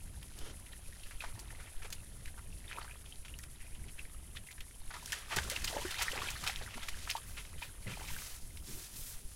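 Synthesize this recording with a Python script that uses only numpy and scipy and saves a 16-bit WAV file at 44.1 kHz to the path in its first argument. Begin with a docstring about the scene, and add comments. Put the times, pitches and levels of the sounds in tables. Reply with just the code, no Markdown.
"""In a shallow marsh at night, a wild boar wades by some metres away.
Its hooves squelch in the mud and trap air, which rings as bubbles; water drips from its body.
It snorts once, hurries up the bank and pushes off through tall reeds that rustle and crack.
Bush crickets rasp in the grass; a trail camera's hiss and a low rumble lie under everything."""
import sys
import numpy as np
from scipy import signal
from scipy.fft import rfft, irfft, next_fast_len
from scipy.io import wavfile
from scipy.ndimage import uniform_filter1d

SR = 44100
rng = np.random.default_rng(int(sys.argv[2]) if len(sys.argv) > 2 else 0)


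def generate_wav(signal):
    """Clip the signal to [-1, 1] and save it as 16-bit WAV at the path in sys.argv[1]."""
    frames = np.transpose(np.atleast_2d(signal))
    scaled = np.clip(frames, -1, 1) * 32767
    pcm = np.round(scaled).astype(np.int16)
    wavfile.write(sys.argv[1], SR, pcm)


N = 412335
TIME = np.arange(N) / SR

# Levels in the tables are relative: the functions add their own gains.
# tone colour of the hiss: f/Hz, level/dB
HISS_COLOUR = [(150, -9), (250, 1), (400, -5.5), (700, -4.5), (1100, -5), (2500, -4), (5000, -12),
               (8000, -44), (12000, -24), (14200, -9), (15300, -33), (15800, -42)]
# tone colour of the rumble: f/Hz, level/dB
RUMBLE_COLOUR = [(15, 0), (30, -6.5), (55, -4.5), (110, -14), (170, -20.5), (250, -26.5), (400, -33.5)]
# how the rumble swells and sinks: t/s, level/dB
RUMBLE_LEVELS = [(0, -51), (.85, -52), (1.2, -48.5), (1.7, -51), (2.2, -50), (4.6, -51), (5.35, -49),
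                 (6.25, -46.5), (6.9, -50), (7.6, -49), (8.7, -50), (9.35, -50.5)]
# tone colour of the bush crickets: f/Hz, level/dB
CRICKET_COLOUR = [(6500, -1.5), (8000, 0), (9000, 4), (9700, 8), (10500, 9), (11300, 3), (12300, -3),
                  (14000, -13)]
# how hard the legs stir the water: t/s, level/dB
WADING_LEVELS = [(0, -61), (1.0, -61), (1.6, -59.5), (2.0, -61), (2.6, -61.5), (2.79, -57), (3.04, -61.5),
                 (4.1, -61), (4.75, -62), (5.08, -57.5), (5.55, -53.5), (6.1, -45.5), (6.33, -48),
                 (6.42, -53.5), (6.5, -50), (6.6, -53.5), (7.24, -59.5), (7.85, -60.5), (8.04, -55),
                 (8.4, -62), (9.35, -62)]
# tone colour of small bubbles near the surface: f/Hz, level/dB
CHURN_COLOUR = [(400, -28), (700, -7), (1100, 0), (1800, 4), (2800, 1), (4000, -3), (6000, -18),
                (9000, -48)]
# tone colour of larger bubbles below: f/Hz, level/dB
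GURGLE_COLOUR = [(200, -44), (300, -2.5), (420, -2.5), (650, 0), (1000, -3)]
# a leg sweeps through deep water: t/s, level/dB, length/s
LEG_SWEEPS = [(1.19, -76, 0.66), (2.73, -57.5, 0.11), (5.34, -56, 0.29), (5.687, -44, 0.15),
              (6.088, -51.5, 0.22), (7.84, -59, 0.26)]
# the breath of one snort: t/s, level/dB
SNORT_LEVELS = [(.33, -79), (.38, -55.5), (.47, -52), (.51, -55), (.56, -74)]
# tone colour of air in the snout: f/Hz, level/dB
SNOUT_COLOUR = [(150, -18), (300, -7.5), (450, -8.5), (800, -16.5), (1500, -14), (2400, -20.5),
                (3050, -13.5), (4000, -21), (5900, -20.5), (7200, -25), (9000, -33)]
# dry leaves swish on the bank: t/s, level/dB
LEAF_LEVELS = [(6.8, -90), (7.23, -76), (7.28, -58), (7.45, -70), (7.57, -75), (7.63, -58), (7.76, -74),
               (7.95, -67), (8.13, -52), (8.35, -57), (8.4, -68.5), (8.64, -65), (8.7, -55), (8.82, -53),
               (8.9, -62), (8.98, -49), (9.13, -53.5), (9.22, -67), (9.35, -72)]
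# how hard reeds brush the boar's sides: t/s, level/dB
REED_LEVELS = [(4.85, -60.5), (5.1, -58.5), (5.25, -60), (5.41, -56.5), (5.61, -57), (5.7, -56),
               (6.0, -56.5), (6.36, -57.5), (6.42, -56), (6.5, -57.5), (6.66, -59), (6.8, -59.5),
               (7.05, -58), (7.22, -60), (7.3, -59), (7.55, -60), (7.8, -60), (8.15, -57.5), (8.36, -57),
               (8.4, -59.5), (8.63, -60), (8.71, -57), (8.81, -57), (8.9, -59), (9.0, -58), (9.14, -58),
               (9.22, -60), (9.35, -59.5)]
# tone colour of sliding reed leaves: f/Hz, level/dB
REED_COLOUR = [(1200, -8), (2500, -0.5), (4000, 2), (6000, 3), (8000, 0.5), (11000, -1), (14000, -13),
               (16000, -28)]
# stems crack and spray bursts: t/s, level/dB, fade time/s
SHARP_CRACKS = [(0.228, -41, .0083), (0.387, -36.5, 0.025), (1.391, -37, .061), (1.902, -39.5, 0.048),
                (1.9247, -33, 0.053), (2.257, -41, .012), (3.387, -35.5, 0.028), (3.436, -39.5, .02),
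                (4.512, -40, .04), (4.6047, -39, .02), (5.0577, -31.5, 0.033), (5.1196, -28, .076),
                (5.3608, -23.5, 0.058), (5.498, -24.5, 0.035), (5.511, -33, .06), (5.642, -27, 0.057),
                (5.674, -39, .067), (5.9065, -35, .042), (6.0207, -22.5, 0.052), (6.302, -29, .048),
                (6.4374, -34.5, 0.055), (6.466, -39, 0.035), (6.886, -33, 0.034), (7.1, -24.5, 0.026)]
# dull thuds and soft low bumps, some under the hooves: t/s, level/dB, f/Hz, fade time/s
LOW_THUDS = [(1.24, -50, 216, 0.06), (1.331, -30.5, 92, 0.13), (1.36, -48.5, 306, 0.23),
             (1.44, -40, 126, 0.082), (1.595, -45, 150, .06), (5.325, -39, 113, 0.2),
             (5.362, -22, 123, 0.063), (5.365, -22, 454, 0.052), (5.378, -26, 54.6, 0.16),
             (6.75, -33.5, 230, 0.1), (7.855, -27.5, 138, 0.16), (7.864, -39, 424, 0.12),
             (7.90, -37, 134, 0.14), (8.67, -39, 149, 0.21), (8.668, -47, 325, 0.45),
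             (8.74, -52, 297, 0.32)]
# single bubbles ring as hooves squelch and drops fall: t/s, level/dB, starting f/Hz
PLOPS = [(.591, -58, 1110), (.733, -46.5, 1770), (.86, -52, 2400), (.926, -49, 1790), (1.206, -32, 2440),
         (2.002, -53, 2500), (2.276, -45, 1710), (2.527, -49, 2600), (2.68, -44, 3400), (2.722, -43, 2450),
         (2.745, -47, 2400), (2.764, -42, 2400), (2.772, -43, 910), (2.7843, -35, 1215), (2.809, -47, 1210),
         (2.828, -43.5, 4250), (2.879, -43, 1520), (2.896, -50.5, 1700), (2.911, -42, 2370),
         (2.917, -49, 1600), (3.124, -40.5, 3000), (3.295, -48, 2700), (3.34, -39.5, 2740),
         (3.394, -47, 1800), (3.993, -35.5, 2520), (4.054, -50, 1950), (4.145, -51, 1200),
         (4.352, -51.5, 1140), (4.369, -40.5, 1760), (4.372, -36.5, 3270), (4.487, -43, 2000),
         (4.909, -42, 1410), (4.966, -41, 1170), (5.026, -46.5, 940), (5.129, -26.5, 1700),
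         (5.328, -31, 1090), (5.386, -30, 1610), (5.449, -43, 1350), (5.518, -39.5, 534),
         (5.563, -28, 2640), (5.678, -30.5, 2800), (5.728, -37, 640), (5.746, -40, 483), (5.766, -28, 814),
         (5.783, -40, 560), (5.817, -40, 950), (5.85, -32, 346), (5.853, -36.5, 1450), (5.88, -39, 1800),
         (5.943, -35, 1850), (5.993, -37, 800), (6.082, -24.5, 1790), (6.132, -38.5, 500),
         (6.178, -36, 1850), (6.157, -36.5, 785), (6.18, -42.5, 412), (6.218, -31.5, 1084),
         (6.261, -36, 1510), (6.286, -30.5, 2400), (6.361, -53, 1330), (6.494, -35, 767), (6.621, -51, 475),
         (6.663, -40, 1810), (6.676, -41.5, 1450), (6.944, -42, 1610), (7.112, -25.5, 4900),
         (7.152, -29, 868), (7.179, -41, 1110), (7.62, -42, 900), (7.626, -33.5, 2410), (7.869, -41, 1980),
         (7.938, -37.5, 2310), (7.972, -43, 770), (8.015, -42.5, 855), (8.085, -36.5, 2150),
         (8.103, -45, 950), (8.164, -39, 1520), (8.187, -41, 2230)]
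# short wet pops of mud, hooves and falling drops: t/s, level/dB, f/Hz of the hollow
WET_SMACKS = [(.2295, -35, 3430), (1.0353, -44, 3200), (1.2217, -37, 1600), (1.2392, -32.5, 1060),
              (1.2435, -33, 1720), (1.2478, -39, 1300), (1.5063, -41, 1800), (1.8324, -37.5, 3000),
              (1.8545, -44, 2700), (1.9311, -34, 3340), (2.2578, -34.5, 2740), (2.2765, -40, 2010),
              (2.392, -42, 1310), (2.7133, -32, 1870), (2.7224, -39, 2400), (2.7296, -28.5, 2500),
              (2.757, -44, 1010), (2.7853, -33, 1200), (2.8151, -39, 1700), (2.957, -46, 1290),
              (3.0612, -43, 3420), (3.158, -41, 4500), (3.2488, -41, 2680), (3.283, -38, 3100),
              (3.4352, -37, 3480), (3.4389, -43, 1700), (3.8838, -40, 3400), (4.0524, -40, 2320),
              (4.3724, -34, 3320), (4.5095, -38, 2380), (4.5274, -38, 4200), (4.5802, -47, 2000),
              (4.6061, -35.5, 3300), (4.6204, -43, 2500), (5.122, -22, 3070), (5.3716, -35, 910),
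              (5.3886, -22, 1670), (5.4329, -35, 2500), (5.4991, -24, 5000), (5.5133, -26, 5300),
              (5.5645, -26, 3200), (5.5734, -30, 2200), (5.6448, -22, 4900), (5.6485, -24.5, 2600),
              (5.6794, -28, 2860), (6.0145, -26, 1500), (6.0232, -26, 5460), (6.2175, -31, 2780),
              (6.4386, -36, 1290), (6.466, -33, 1690), (6.4758, -17.5, 4040), (6.4978, -23, 2270),
              (6.5599, -23, 3740), (6.6255, -32, 4500), (7.0527, -36, 3720), (7.0746, -32, 1290),
              (7.0953, -26, 2850), (7.0995, -19.5, 3000), (7.1028, -32, 2700), (7.1123, -22, 3370),
              (7.387, -37, 2520), (7.4518, -39, 2500), (7.531, -46.5, 1430), (8.012, -38, 2700),
              (8.0417, -41, 1200), (8.06, -40, 2800), (8.0765, -37, 4000), (8.146, -35, 3500),
              (8.2207, -38.5, 1700)]
# tone colour of pops in closing mud: f/Hz, level/dB
MUD_POP_COLOUR = [(420, 3), (1500, -7), (5200, -6)]
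# a hoof sinks in or pulls free: t/s, level/dB, f/Hz of the hollow, rise time/s, fade time/s
HOOF_SQUELCHES = [(.227, -45, 3130, .002, 0.015), (.66, -46.5, 2470, .005, .06),
                  (.715, -45, 2750, .015, 0.044), (1.005, -52, 2980, .005, .05),
                  (1.029, -46, 3320, .005, 0.12), (1.057, -45, 2250, .005, 0.068),
                  (1.106, -42.5, 1830, .005, 0.1), (1.202, -38, 2600, .007, .06),
                  (1.221, -38, 1520, .003, .05), (1.236, -37, 1190, .008, 0.063),
                  (1.26, -46.5, 1800, .003, .15), (1.33, -52, 950, .06, .25), (1.5, -45.5, 1790, .006, .06),
                  (1.545, -48, 2460, .01, .05), (1.596, -44.5, 1820, .006, 0.16),
                  (1.64, -50.5, 2200, .04, .2), (1.816, -41, 1780, .012, 0.056),
                  (1.843, -43, 520, .004, .05), (1.843, -39, 1860, .011, 0.054),
                  (1.922, -34, 3200, .006, .04), (2.257, -46, 2260, .001, .05),
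                  (2.275, -43, 2300, .003, 0.064), (2.373, -45, 1300, .006, 0.07),
                  (2.64, -49, 2110, .003, .06), (2.675, -42.5, 2370, .045, 0.099),
                  (2.755, -52.5, 2200, .01, 0.046), (2.77, -43, 1110, 0.011, 0.088),
                  (2.808, -43, 2100, .008, .07), (2.842, -41, 1100, .004, .04),
                  (3.053, -49, 3000, .009, .06), (3.248, -39.5, 2190, .001, 0.07),
                  (3.279, -48, 2820, .004, .07), (3.435, -49, 2220, .003, 0.026),
                  (3.6, -48.5, 2160, .005, 0.27), (3.747, -47.5, 2470, .004, 0.065),
                  (3.883, -46, 2500, .004, 0.063), (3.972, -44, 2270, .018, 0.1),
                  (4.348, -40, 2700, .022, 0.043), (4.462, -46.5, 2600, .011, 0.036),
                  (4.502, -47, 2450, .008, .07), (4.578, -43.5, 1770, .003, 0.032),
                  (4.605, -39, 2600, .002, 0.049), (4.903, -38, 1340, .006, .1),
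                  (4.934, -36.5, 1410, .009, 0.099), (5.095, -43, 2380, .01, 0.089),
                  (5.12, -34, 2050, .009, 0.27), (5.293, -29.5, 1500, .034, 0.16),
                  (5.36, -26, 1580, .01, 0.04), (5.379, -25.5, 1850, .008, 0.03),
                  (5.43, -35, 2600, .003, .03), (5.498, -34.5, 2230, .015, 0.23),
                  (5.552, -34.5, 3020, .011, .04), (5.64, -27, 3000, .006, 0.02),
                  (5.668, -30.5, 2870, .012, 0.084), (5.775, -39, 1980, .01, .1),
                  (5.906, -32, 2640, .004, .1), (5.98, -30.5, 2860, .009, 0.14),
                  (6.003, -27, 1740, .014, 0.09), (6.062, -40, 1610, .02, .06),
                  (6.15, -36.5, 1510, .028, 0.089), (6.216, -33, 2000, 0.0032, .06),
                  (6.238, -41, 2500, .006, .06), (6.271, -37, 2480, .017, 0.11),
                  (6.432, -33, 1630, .007, 0.1), (6.462, -28.5, 1910, .006, 0.046),
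                  (6.473, -26, 3000, .003, .05), (6.493, -38, 2060, .004, 0.043),
                  (6.61, -36.5, 523, .003, 0.042), (6.737, -37, 1800, .005, .06),
                  (6.771, -36.5, 800, .006, 0.037), (6.813, -35.5, 2420, .022, 0.082),
                  (6.882, -28.5, 2210, .005, .025), (7.072, -37.5, 1490, .004, .07),
                  (7.096, -33, 2900, .007, 0.13), (7.158, -36.5, 2960, .011, .04),
                  (7.358, -36.5, 2200, .029, 0.1), (7.447, -46, 2470, .005, 0.027),
                  (7.577, -44, 2450, .009, 0.048), (7.607, -37.5, 2600, .02, 0.16),
                  (7.866, -38.5, 1930, .015, 0.24), (7.905, -44.5, 2300, .015, .08),
                  (7.991, -42, 1630, .006, .07), (8.072, -41.5, 2300, .016, 0.25),
                  (8.18, -45, 2300, .009, 0.05), (8.571, -38.5, 3000, .002, .025)]


def from_db(db):
    """Turn decibels into a factor to multiply a sound by."""
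    return 10 ** (np.asarray(db) / 20)


def rms_one(x):
    """Scale a sound so that its average strength (rms) is 1."""
    return x / np.sqrt(np.mean(x ** 2) + 1e-20)


def in_time(rows):
    """Join (time, level) points with straight lines, giving a level for every sample."""
    times, levels = np.transpose(rows)
    return np.interp(TIME, times, levels)


def at_hz(colour, hz):
    """Look up the gain of a tone colour at a given frequency."""
    f, db = np.transpose(colour)
    return from_db(np.interp(np.log(np.maximum(hz, 1)), np.log(f), db))


def coloured_noise(colour):
    """Steady noise with a given tone colour, falling away beyond the table's ends."""
    size = next_fast_len(N)
    hz = np.arange(size // 2 + 1) * SR / size
    ends = np.minimum(hz / colour[0][0], 1) ** 2 / np.maximum(hz / colour[-1][0], 1) ** 2
    spectrum = rfft(rng.standard_normal(size)) * at_hz(colour, hz) * ends
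    return rms_one(irfft(spectrum, size)[:N])


def drift(rate):
    """A random wander around zero that heads for a new value `rate` times a second."""
    return np.interp(TIME * rate, np.arange(N), rng.standard_normal(N))


def band(x, low_hz, high_hz, order=2):
    """Keep what lies between two frequencies; a higher order gives sharper edges."""
    edges = np.clip([low_hz, high_hz], [10, 20], [.4 * SR, .45 * SR])
    return signal.sosfilt(signal.butter(order, edges, "band", fs=SR, output="sos"), x)


def ring(clicks, hz, t60):
    """Each click starts a tone that fades by 60 dB in t60 seconds (the fade time)."""
    decay, angle = from_db(-60 / (t60 * SR)), 2 * np.pi * hz / SR
    return signal.lfilter([0, np.sin(angle)], [1, -2 * decay * np.cos(angle), decay ** 2], clicks + 1e-18)


def grains(per_s, spread_db):
    """Random clicks; a positive spread makes a few much louder, a negative one a few much softer."""
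    sizes = from_db(spread_db * np.minimum(rng.exponential(1, N), 4)) * rng.choice([-1, 1], N)
    return sizes * (rng.random(N) < per_s / SR)


def fade(t, t60, attack_s):
    """A loudness shape (envelope) that starts quickly and dies away."""
    return (1 - np.exp(-t / attack_s)) * np.exp(-np.log(1000) * t / t60)


def swell(t, rise_s, t60):
    """A loudness shape that climbs evenly to 1, then dies away."""
    return np.minimum(t / rise_s, 1) * np.exp(-np.log(1000) * np.maximum(t - rise_s, 0) / t60)


def add(out, s, sound):
    """Mix a sound in, starting at s seconds."""
    start = max(round(s * SR), 0)
    out[start:start + len(sound)] += sound[:max(N - start, 0)]


def burst(texture, s, low_hz, high_hz, envelope, order=2):
    """A filtered piece of a longer sound, given the shape and energy of an envelope."""
    piece = texture[round(s * SR):][:len(envelope)]
    envelope = envelope[:len(piece)]
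    return rms_one(band(piece, low_hz, high_hz, order) * envelope) * np.sqrt(np.mean(envelope ** 2))


def hiss(level_db=-71.5):
    """The camera hisses faintly and steadily."""
    return from_db(level_db) * coloured_noise(HISS_COLOUR)


def rumble(bump_db=-36, bump_width_s=0.0086):
    """A low rumble swells as the boar hurries, dotted with soft bumps at random."""
    t = TIME[:SR // 10] - .05
    bump = np.hanning(len(t)) / (1 + (t / bump_width_s) ** 2)
    bumps = signal.fftconvolve(grains(per_s=5, spread_db=-1.9), bump, "same")
    level_db = in_time(RUMBLE_LEVELS) + 3.7 * drift(rate=16)
    return from_db(level_db) * coloured_noise(RUMBLE_COLOUR) + from_db(bump_db) * bumps


def crickets(chorus_db=-60.5, singer_db=-64.5, chirps_per_s=9.51):
    """A far chorus rasps at a very high pitch; one nearer singer pulses out of it."""
    rasp_db, scrape_db = 2.0 * drift(rate=50), 3.5 * drift(rate=130)
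    chorus = coloured_noise(CRICKET_COLOUR) * from_db(chorus_db + rasp_db)
    wingbeat = np.sin(np.pi * (chirps_per_s * TIME + 0.039)) ** 2
    singer = coloured_noise(CRICKET_COLOUR) * rms_one(wingbeat) * from_db(singer_db + scrape_db)
    return chorus + singer


def thicket_echo(x, t60=0.092):
    """The bank and the stems scatter a short, dull echo."""
    t = TIME[:SR // 2]
    echo = band(rng.standard_normal(len(t)), 230, 9200, order=1) * fade(t, t60, attack_s=0.0034)
    return signal.fftconvolve(x, echo / np.linalg.norm(echo))[:N]


def mud_crackle(level_db=-72):
    """Trodden mud keeps crackling finely, easing a little at the very end."""
    easing = np.clip(10 - TIME, 0, 1)
    crackle = rms_one(band(grains(per_s=260, spread_db=-2), 2300, 6600))
    return easing * from_db(level_db + 3.9 * drift(rate=9)) * crackle


def bubble(hz, cycles=17.8, rise_octaves=0.15, attack_s=0.00081, tail_db=-15, fizz_db=-14):
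    """One bubble fizzes, rings, climbs in pitch as it nears the surface and lingers softly."""
    t, t60 = TIME[:SR // 8], cycles / hz
    pitch = hz * 2 ** (rise_octaves * (1 - np.exp(-2 * t / t60)))
    tone = np.sin(2 * np.pi * np.cumsum(pitch) / SR)
    tail = from_db(tail_db) * fade(t, 3.6 * t60, attack_s)
    envelope = (fade(t, t60, attack_s) + tail) * (1 - t / t[-1])
    fizz_shape = fade(t, t60=0.045, attack_s=0.002)
    fizz = burst(rng.standard_normal(len(t)), 0, hz / 1.2, hz * 1.32, fizz_shape, order=3)
    return envelope / envelope.max() * tone + from_db(fizz_db) * fizz


def smack(hz, band_ratio=1.59, cycles=12, hollow_db=-3, spray_db=-16):
    """One short push of air sets a hollow ringing and throws a wisp of spray."""
    t = TIME[:SR // 20]
    pulse = band(signal.unit_impulse(len(t)), hz / band_ratio, hz * band_ratio, order=3)
    hollow = ring(pulse, hz, cycles / hz)
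    body = pulse / np.abs(pulse).max() + from_db(hollow_db) * hollow / np.abs(hollow).max()
    spray_shape = fade(t, t60=0.026, attack_s=0.0011)
    spray = burst(rng.standard_normal(len(t)), 0, hz / 2.7, hz * 2.35, spray_shape, order=3)
    return body / np.abs(body).max() + from_db(spray_db) * spray


def drips(per_s=9, level_db=-55, spread_db=3.5, middle_hz=2600, scatter_octaves=0.48):
    """Drops fall from belly and legs at random; by turns they smack on mud or trap a bubble."""
    out = np.zeros(N)
    for k, s in enumerate(TIME[rng.random(N) < per_s / SR]):
        size, pitch = np.clip(rng.standard_normal(2), -2, 2)
        hz = middle_hz * 2 ** (scatter_octaves * pitch)
        drop = bubble(hz) if k % 2 else from_db(1) * smack(hz)
        add(out, s, from_db(level_db + spread_db * size) * drop)
    return out


def bubbling(colour, per_s, cycles, spread_db):
    """An evenly loud swarm of bubbles, each swelling and ringing briefly at its own pitch."""
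    pitches = np.geomspace(colour[0][0], colour[-1][0], num=26)
    clicks, pitch_index = grains(per_s, spread_db), rng.integers(0, len(pitches), N)
    swarm = 0
    for k, hz in enumerate(pitches):
        onset = ring(clicks * (pitch_index == k), hz, .5 * cycles / hz)  # ringing twice softens the start
        swarm = swarm + ring(onset, hz, cycles / hz) * hz ** 2 * at_hz(colour, hz)
    swarm = rms_one(swarm)
    local_power = np.abs(uniform_filter1d(swarm ** 2, size=SR // 10))
    return swarm / np.sqrt(local_power + 1e-3)


def above_rest(db, rest_db):
    """The gain of a movement that falls silent as its level sinks to rest_db."""
    return np.sqrt(np.maximum(from_db(db) ** 2 - from_db(rest_db) ** 2, 0))


def stirred_water():
    """Legs churn small bubbles on top and larger ones below, which surge at each sweep; spray patters."""
    churn_db = in_time(WADING_LEVELS)
    small = bubbling(CHURN_COLOUR, per_s=2400, cycles=17.5, spread_db=4.5)
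    spray = from_db(-11) * rms_one(band(grains(per_s=410, spread_db=3), 2240, 4000))
    large = bubbling(GURGLE_COLOUR, per_s=450, cycles=6.8, spread_db=4.5)
    surges = sum(from_db(db) * np.sin(np.pi * np.clip((TIME - s) / length, 0, 1))
                 for s, db, length in LEG_SWEEPS)
    undertow = above_rest(np.minimum(churn_db - 5.5, -64.5), rest_db=-69.5)  # follows the legs, capped
    surface = from_db(0.15) * above_rest(churn_db, rest_db=-62) * (small + spray)
    return surface + from_db(-1.5) * (surges + undertow) * large


def snort():
    """Air flutters through the snout."""
    return from_db(in_time(SNORT_LEVELS) + 3.2 * drift(rate=130)) * coloured_noise(SNOUT_COLOUR)


def dry_leaves(flutter_db=1):
    """Dry leaves swish high and fine as the boar pushes up the bank."""
    level_db = in_time(LEAF_LEVELS) + flutter_db * drift(rate=70)
    return from_db(level_db) * rms_one(band(grains(per_s=5600, spread_db=-1), 6600, 15400))


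def reeds():
    """Leaves hiss as they slide over bristles; stems crackle and thick stalks give a duller rub."""
    sliding = coloured_noise(REED_COLOUR) * from_db(3.2 * drift(rate=90))
    crackle = rms_one(band(grains(per_s=1800, spread_db=4.5), 2600, 14000, order=1))
    stalks = rms_one(band(grains(per_s=2000, spread_db=3.5), 550, 2600))
    brushing = above_rest(in_time(REED_LEVELS), rest_db=-60)
    return brushing * (from_db(7.5) * sliding + from_db(1) * crackle + from_db(-3) * stalks)


def cracks(snap_db=-4, volley_db=-5):
    """A stem breaks or spray bursts: one hard snap inside a bright volley of tiny clicks."""
    out, t = np.zeros(N), TIME[:SR // 3]
    clicks, noise = grains(per_s=3700, spread_db=4.5), rng.standard_normal(N)
    for s, db, t60 in SHARP_CRACKS:
        snap = burst(noise, s, 2100, 10200, fade(t, t60=0.015, attack_s=0.00045), order=1)
        volley = burst(clicks, s, 4500, 8700, fade(t, t60, attack_s=0.0034), order=1)
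        add(out, s + 0.00111, from_db(db + snap_db) * snap)
        add(out, s, from_db(db + volley_db) * volley)
    return out


def thuds(gain_db=-5, band_ratio=1.316):
    """Short bursts of low noise make dull thuds and soft bumps, some under the hooves."""
    out, noise = np.zeros(N), rng.standard_normal(N)
    for s, db, hz, t60 in LOW_THUDS:
        envelope = fade(TIME[:SR // 3], t60, attack_s=0.012)
        thud = burst(noise, s, hz / band_ratio, hz * band_ratio, envelope, order=3)
        add(out, s, from_db(db + gain_db) * thud)
    return out


def plops():
    """Single bubbles ring as hooves squelch and drops fall."""
    out = np.zeros(N)
    for s, db, hz in PLOPS:
        add(out, s, from_db(db) * bubble(hz))
    return out


def trapped_air(count=3, gap_s=0.037, gain_db=-16.5, loss_db=1, scatter_octaves=0.49):
    """Each squelch sheds bubbles: one just below its hollow's pitch, then weaker, scattered ones."""
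    out = np.zeros(N)
    for s, db, hz, rise_s, _ in HOOF_SQUELCHES:
        for k in range(count):
            delay = rise_s + k * gap_s * rng.uniform(0.54, 1.3)
            octaves = min(k, 1) * scatter_octaves * rng.standard_normal()
            pitch = 0.863 * hz * 2 ** octaves
            add(out, s + delay, from_db(db + gain_db - k * loss_db) * bubble(pitch))
    return out


def smacks(gain_db=-3):
    """Short wet pops of mud, hooves and falling drops stand out of the squelching."""
    out = np.zeros(N)
    for s, db, hz in WET_SMACKS:
        add(out, s, from_db(db + gain_db) * smack(hz))
    return out


def squelches(suck_db=-13.5, pop_db=-9.5, spatter_db=-15, usual_step_db=-35):
    """Mud sucks at a hoof and closes in a cluster of pops; harder steps are broader and spatter more."""
    out, t = np.zeros(N), TIME[:SR // 3]
    pops = bubbling(MUD_POP_COLOUR, per_s=2400, cycles=10.7, spread_db=0.5)
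    suction, drops = grains(per_s=2400, spread_db=2.5), grains(per_s=2200, spread_db=3)
    for s, db, hz, rise_s, t60 in HOOF_SQUELCHES:
        envelope, harder_db = swell(t, rise_s, t60), db - usual_step_db
        band_ratio = 2 ** max(0.76 + 0.03 * harder_db, .2)
        low_hz, high_hz = hz / band_ratio, hz * band_ratio
        add(out, s, from_db(db + suck_db) * burst(suction, s, low_hz, high_hz, envelope))
        add(out, s, from_db(db + pop_db) * burst(pops, s, low_hz, high_hz, envelope, order=3))
        spatter = burst(drops, s, hz / 5.3, hz * 4.3, swell(t, rise_s, 2 * t60))
        add(out, s, from_db(db + spatter_db + 0.074 * harder_db) * spatter)
    return out


def scene(echo_db=-15):
    """The night background, the boar and its echo, in one channel."""
    background = hiss() + crickets() + rumble()
    boar = stirred_water() + squelches() + smacks() + cracks() + thuds() + reeds() + dry_leaves()
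    boar += snort() + plops() + trapped_air() + drips() + mud_crackle()
    return (background + boar + from_db(echo_db) * thicket_echo(boar))[None]


def record(dry):
    """Cut the highest treble off steeply."""
    cutoff_hz = 15800
    return signal.sosfilt(signal.ellip(10, .2, 80, cutoff_hz, fs=SR, output="sos"), dry)


dry = scene()
out = record(dry)
generate_wav(out)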